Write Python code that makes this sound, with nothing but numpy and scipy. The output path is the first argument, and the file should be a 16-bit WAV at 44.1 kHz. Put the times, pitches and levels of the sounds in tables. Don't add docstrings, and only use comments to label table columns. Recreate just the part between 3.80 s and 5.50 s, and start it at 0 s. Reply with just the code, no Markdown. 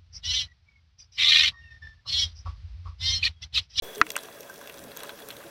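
import sys
import numpy as np
from scipy import signal
from scipy.fft import rfft, irfft, next_fast_len
from scipy.io import wavfile
from scipy.ndimage import uniform_filter1d

SR = 44100
rng = np.random.default_rng(int(sys.argv[2]) if len(sys.argv) > 2 else 0)


def inscribe(sig):
    pcm = np.round(np.clip(np.atleast_2d(sig).T, -1, 1) * 32767)
    wavfile.write(sys.argv[1], SR, pcm.astype(np.int16))


N = 74970


def amp(db):
    return 10 ** (np.asarray(db) / 20)


def unit(x):
    return x / np.sqrt(np.mean(x ** 2) + 1e-20)


def add(out, start_s, sound):
    part = out[round(start_s * SR):][:len(sound)]
    part += sound[:len(part)]


def filtered(x, response):
    size = next_fast_len(N + SR // 2)
    spectrum = rfft(x, size) * response(np.fft.rfftfreq(size, 1 / SR))
    return irfft(spectrum, size)[..., :N]


def follow(levels):
    return amp(np.interp(np.arange(N) / SR, *np.transpose(levels)))


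# (frequency [Hz], level relative to KNOCK_DB [dB], T60 [s])
KNOCK_MODES = [(311, -27.5, 0.11), (711, -27.5, 0.047), (1350, -6.5, 0.022), (1470, -24, 0.053),
               (1603, 1.5, 0.0062), (2244, -34, 0.08), (1880, -15, 0.029), (2420, -14.5, 0.019),
               (3340, -16, 0.0023), (4280, -25, 0.014), (4520, -25, 0.012), (5800, -49, 0.056),
               (7370, -35, 0.0074)]
KNOCK_S, KNOCK_DB, KNOCK_RISE_S = 0.2146, 5, 0.00036
SCATTER_DB, SCATTER_T60 = -23, 0.056
THUMP_DB, THUMP_S = -27.5, 0.0014
PUSH_S, PUSH_DB = 0.00044, -11


def knock():
    out = np.zeros(N)
    t = np.arange(SR // 8) / SR
    ring = sum(amp(db - 60 * t / t60) * np.sin(2 * np.pi * hz * t) for hz, db, t60 in KNOCK_MODES)

    sos = signal.butter(3, [900, 2400], "bandpass", fs=SR, output="sos")
    scatter = unit(signal.sosfilt(sos, rng.standard_normal(len(t))))
    scatter *= amp(SCATTER_DB - 60 * t / SCATTER_T60)
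    rise = 1 - np.exp(-t / KNOCK_RISE_S)
    add(out, KNOCK_S, amp(KNOCK_DB) * (ring + scatter) * rise)

    thump = t / THUMP_S * np.exp(1 - t / THUMP_S)
    add(out, KNOCK_S, amp(THUMP_DB) * thump)

    ramp = np.arange(round(PUSH_S * SR)) / (PUSH_S * SR)
    push = np.r_[ramp ** 2, np.exp(-t / KNOCK_RISE_S)]
    add(out, KNOCK_S - PUSH_S, -amp(PUSH_DB) * push)
    return out


# (centre [Hz], bandwidth [Hz], level relative to the plain path [dB])
SHELL_RESONANCES = [(442, 73, 4.5), (564, 23.6, 9.5), (659, 23, 2.5), (1007, 76, -8.5), (1630, 150, -1),
                    (2662, 190, -6), (3373, 112, 2.5), (3810, 144, -6), (5860, 310, -5.5), (8400, 170, 2),
                    (10570, 237, 3.5), (12950, 500, -5.5)]


def housing(f):
    modes = (amp(db) * 1j * f * width / (centre ** 2 - f ** 2 + 1j * f * width)
             for centre, width, db in SHELL_RESONANCES)
    return 1 + sum(modes)


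# (low edge [Hz], high edge [Hz], T60 [s])
CRUNCH_BANDS = [(854, 1580, 0.022), (1910, 2990, 0.02), (3180, 4380, 0.017), (4370, 7700, 0.0097),
                (7170, 11030, 0.0093), (11740, 14400, 0.0061)]
# (time [s], then for each of the six bands the rms level over the first 6 ms [dB])
BITES = [(0.1494, -72, -63, -49, -45.5, -62, -66), (0.1563, -69, -67, -47, -46.5, -64, -51),
         (0.18, -66, -48, -54, -63, -47, -47), (0.2658, -45, -38.5, -49, -51, -48, -54),
         (0.2912, -61, -53, -62, -50, -64, -61), (0.3032, -55, -38, -36, -34, -54, -39),
         (0.3173, -64, -60, -55, -44, -61, -40.5), (0.3543, -49, -32.5, -52, -66, -62, -69),
         (0.364, -27, -31, -40.5, -33, -28.5, -36), (0.377, -41, -43, -45, -46, -55, -59),
         (0.387, -49, -53, -40.5, -53, -55, -49), (0.4333, -60, -65, -53, -50, -51.5, -48),
         (0.484, -46.5, -56, -56, -72, -71, -67), (0.5254, -60, -69, -58, -53, -68, -71),
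         (0.606, -73, -60, -59, -47.5, -59, -46.5), (0.63, -68, -54, -60, -52, -64, -72),
         (0.6967, -47.5, -70, -75, -53.5, -52, -59), (0.7404, -54, -72, -70, -52, -58, -54),
         (0.759, -85, -75, -56, -54, -63, -56), (0.8117, -46.5, -65, -58, -62, -69, -56),
         (0.8733, -53, -46.5, -47, -53, -57, -49), (0.8962, -50.5, -43, -53, -55, -57, -51),
         (0.924, -62, -68, -56, -63, -60, -56), (0.941, -55, -63, -55, -52, -61, -59),
         (0.974, -54.5, -61, -53, -60, -64, -55), (0.982, -55, -61, -51.5, -51, -66, -64),
         (0.9907, -56, -58, -55, -51, -55, -57), (1.039, -54, -63, -59, -52, -58, -52),
         (1.1159, -51, -54, -47.5, -72, -67, -58), (1.165, -49, -59, -56, -45, -63, -60),
         (1.1716, -54, -60, -49, -47, -62, -38), (1.1906, -65, -60, -48, -55, -61, -54),
         (1.2028, -49, -47.5, -45, -56, -51, -58), (1.2327, -43, -50, -44.5, -51, -45.5, -43),
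         (1.2404, -46, -57, -60, -68, -61, -60), (1.2524, -52, -51, -63, -63, -66, -66),
         (1.2918, -40.5, -46, -42, -59, -61, -50), (1.3878, -50, -58, -54, -63, -68, -61),
         (1.4016, -51, -66, -71, -60, -60, -51), (1.4194, -67, -68, -50, -70, -70, -72),
         (1.4862, -53, -65, -51, -48.5, -48.5, -42.5), (1.5037, -45, -45, -38.5, -60, -53, -59),
         (1.5095, -61, -46, -53, -53, -60, -47), (1.566, -60, -54, -48, -54, -57, -52),
         (1.637, -48, -70, -76, -84, -67, -68)]
CRUNCH_RISE_S = 0.00045
SNAP, SNAP_S = 1.5, 0.00077
SNAP_FROM_DB, SNAP_SPAN_DB = -43, 9
RING = 1.55


def crunches():
    out = np.zeros(N)
    t = np.arange(SR // 20) / SR
    shell = housing(np.fft.rfftfreq(2 * len(t), 1 / SR)) ** RING
    strongest_db = np.max(np.array(BITES)[:, 1:], axis=1, keepdims=True)
    snap = SNAP * np.clip((strongest_db - SNAP_FROM_DB) / SNAP_SPAN_DB, 0, 1)

    for band, (low_hz, high_hz, t60) in enumerate(CRUNCH_BANDS):
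        sos = signal.butter(4, [low_hz, high_hz], "bandpass", fs=SR, output="sos")
        envelope = amp(-60 * t / t60) * (1 - np.exp(-t / CRUNCH_RISE_S))
        noise = rng.standard_normal((len(BITES), len(t))) * envelope
        noise *= 1 + snap * np.exp(-t / SNAP_S)
        spectra = rfft(signal.sosfilt(sos, noise), 2 * len(t))
        bursts = irfft(spectra * shell)[:, :len(t)]
        for bite, burst in zip(BITES, bursts):
            onset_rms = np.sqrt(np.mean(burst[:round(0.006 * SR)] ** 2))
            add(out, bite[0], amp(bite[band + 1]) * burst / onset_rms)
    return out


# (time [s], length [s], starting frequency [Hz], glide [Hz/s],
# rms level extrapolated to the start [dB], fade [dB/s]); a negative fade swells
SHORT_TONES = [(.167, .05, 412, 450, -39, -30), (.228, .025, 445, -100, -44, 300),
               (.278, .035, 444, 10, -45, 150), (.697, .016, 1580, -2500, -40, 450),
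               (.595, .025, 420, 10, -49, 50), (1.645, .03, 350, -600, -46, 150)]
HUM_EDGE_S = 0.003


def hums():
    out = np.zeros(N)
    for start_s, length_s, hz, glide, db, fade in SHORT_TONES:
        t = np.arange(round((length_s + 0.03) * SR)) / SR
        rise = np.minimum(t / HUM_EDGE_S, 1)
        release = np.exp(-np.maximum(t - length_s, 0) / HUM_EDGE_S)
        tone = np.sin(2 * np.pi * (hz + glide * t / 2) * t)
        add(out, start_s, np.sqrt(2) * amp(db - fade * t) * rise * release * tone)
    return out


TICK_SPREAD_DB, TICK_T60 = 2, 0.0076


def ticks(t0, t1, per_s, least_db, centre_hz, octaves):
    out = np.zeros(N)
    t = np.arange(SR // 100) / SR
    for when, pitch, size in rng.random((round(per_s * (t1 - t0)), 3)):
        hz = np.clip(centre_hz * 2 ** (octaves * (pitch - 0.5)), 500, 14000)
        sos = signal.butter(2, [hz / 1.4, hz * 1.4], "bandpass", fs=SR, output="sos")
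        grain = rng.standard_normal(len(t)) * amp(-60 * t / TICK_T60)
        tick = unit(signal.sosfilt(sos, grain))
        tick_db = least_db - TICK_SPREAD_DB * np.log(1 - size)
        add(out, t0 + when * (t1 - t0), amp(tick_db) * tick)
    return out


# (start [s], end [s], least tick level before the housing [dB])
TOOTH_SCRAPES = [(0.368, 0.459, -65.5), (0.803, .9, -68.5), (1.167, 1.313, -64), (1.376, 1.432, -72),
                 (1.479, 1.53, -68)]
SCRAPE_PER_S, SCRAPE_HZ = 700, 2320
CRACKLE_PER_S, CRACKLE_HZ, CRACKLE_DB = 90, 5140, -65


def crackle():
    far = ticks(0, N / SR, CRACKLE_PER_S, CRACKLE_DB, CRACKLE_HZ, octaves=3.34)
    near = sum(ticks(t0, t1, SCRAPE_PER_S, db, SCRAPE_HZ, octaves=2.8) for t0, t1, db in TOOTH_SCRAPES)
    return filtered(far + filtered(near, housing), housing)


# (time [s], rms level [dB])
WHINE_LEVEL = [(0, -52.5), (.17, -52), (.3, -64), (.8, -65.5), (1.2, -70), (1.7, -81)]
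WHINE_HZ, WHINE_WIDTH_HZ = 3370, 60


def whine():
    noise = rng.standard_normal(N)
    tone = filtered(noise, lambda f: 1 / (1 + ((f - WHINE_HZ) / WHINE_WIDTH_HZ) ** 2))
    return unit(tone) * follow(WHINE_LEVEL)


def rush(colour, levels, patchy_db):
    z = signal.stft(rng.standard_normal(N + 512), nperseg=512)[2]
    across_bins = uniform_filter1d(rng.standard_normal(z.shape), 8, 0)
    patches = unit(uniform_filter1d(across_bins, 6, 1))
    noise = signal.istft(z * amp(patchy_db * patches), nperseg=512)[1][:N]

    hz, db = np.transpose(colour)

    def response(f):
        return housing(f) * amp(np.interp(np.log(f + 1), np.log(hz + 1), db))

    return unit(filtered(noise, response)) * follow(levels)


# (frequency [Hz], relative spectral density before the housing [dB])
HISS_LEVEL = [(0.03, -42.5), (0.262, -45), (0.452, -46.5), (0.782, -47.5), (1.188, -47), (1.568, -46.5),
              (1.7, -47)]
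HISS_COLOUR = [(150, -72), (260, -7.5), (400, 4.5), (659, 3.5), (840, 1), (1520, -2), (3000, -8),
               (6210, -10), (9300, -14), (16000, -8.5)]
SURGE_LEVEL = [(0.03, -57.5), (0.16, -59.5), (0.224, -44), (0.256, -55), (0.602, -60), (0.96, -58),
               (0.982, -51), (1.224, -59), (1.578, -55), (1.606, -63), (1.662, -54.5), (1.7, -62)]
SURGE_COLOUR = [(20, -15.5), (60, -9.5), (120, -5.5), (240, -3), (330, -5), (500, -77)]
SIZZLE_LEVEL = [(0, -57), (.2, -57), (.26, -68), (.34, -65), (.47, -62), (.6, -73), (1.2, -72), (1.7, -71)]
SIZZLE_SPECTRUM = [(8500, -60), (9800, -4), (10500, 1), (11500, -8), (13800, -2), (16000, -7)]


def water():
    hiss = rush(HISS_COLOUR, HISS_LEVEL, patchy_db=1.65)
    surge = rush(SURGE_COLOUR, SURGE_LEVEL, patchy_db=1)
    sizzle = rush(SIZZLE_SPECTRUM, SIZZLE_LEVEL, patchy_db=6)
    return hiss + surge + sizzle


def scene():
    return (knock() + crunches() + hums() + crackle() + whine() + water())[None]


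KNEE_DB, SQUEEZE = -25, 0.93
GRAB_S, RECOVER_S = 0.0045, 0.023
CLIP_TOP = 0.71
START_S, OFFSET_DB, OFFSET_S = 0.022, -40, 0.048
TOP_HZ = 15900


def record(dry):
    over_db = np.maximum(20 * np.log10(np.abs(dry) + 1e-9) - KNEE_DB, 0)
    t = np.arange(SR // 5) / SR
    slow = np.exp(-t / RECOVER_S) * (1 - np.exp(-(t / GRAB_S) ** 2))
    cut_db = SQUEEZE * signal.fftconvolve(over_db, slow[None])[:, :N] / (GRAB_S * SR)
    clipped = np.clip(dry * amp(-cut_db), -CLIP_TOP, CLIP_TOP)

    since = np.arange(N) / SR - START_S
    offset = amp(OFFSET_DB) * np.exp(-np.abs(since) / OFFSET_S)
    opening = np.clip(since / 0.0016, 0, 1)
    return filtered((clipped - offset) * opening, lambda f: 1 / (1 + (f / TOP_HZ) ** 200))


dry = scene()
out = record(dry)
inscribe(out)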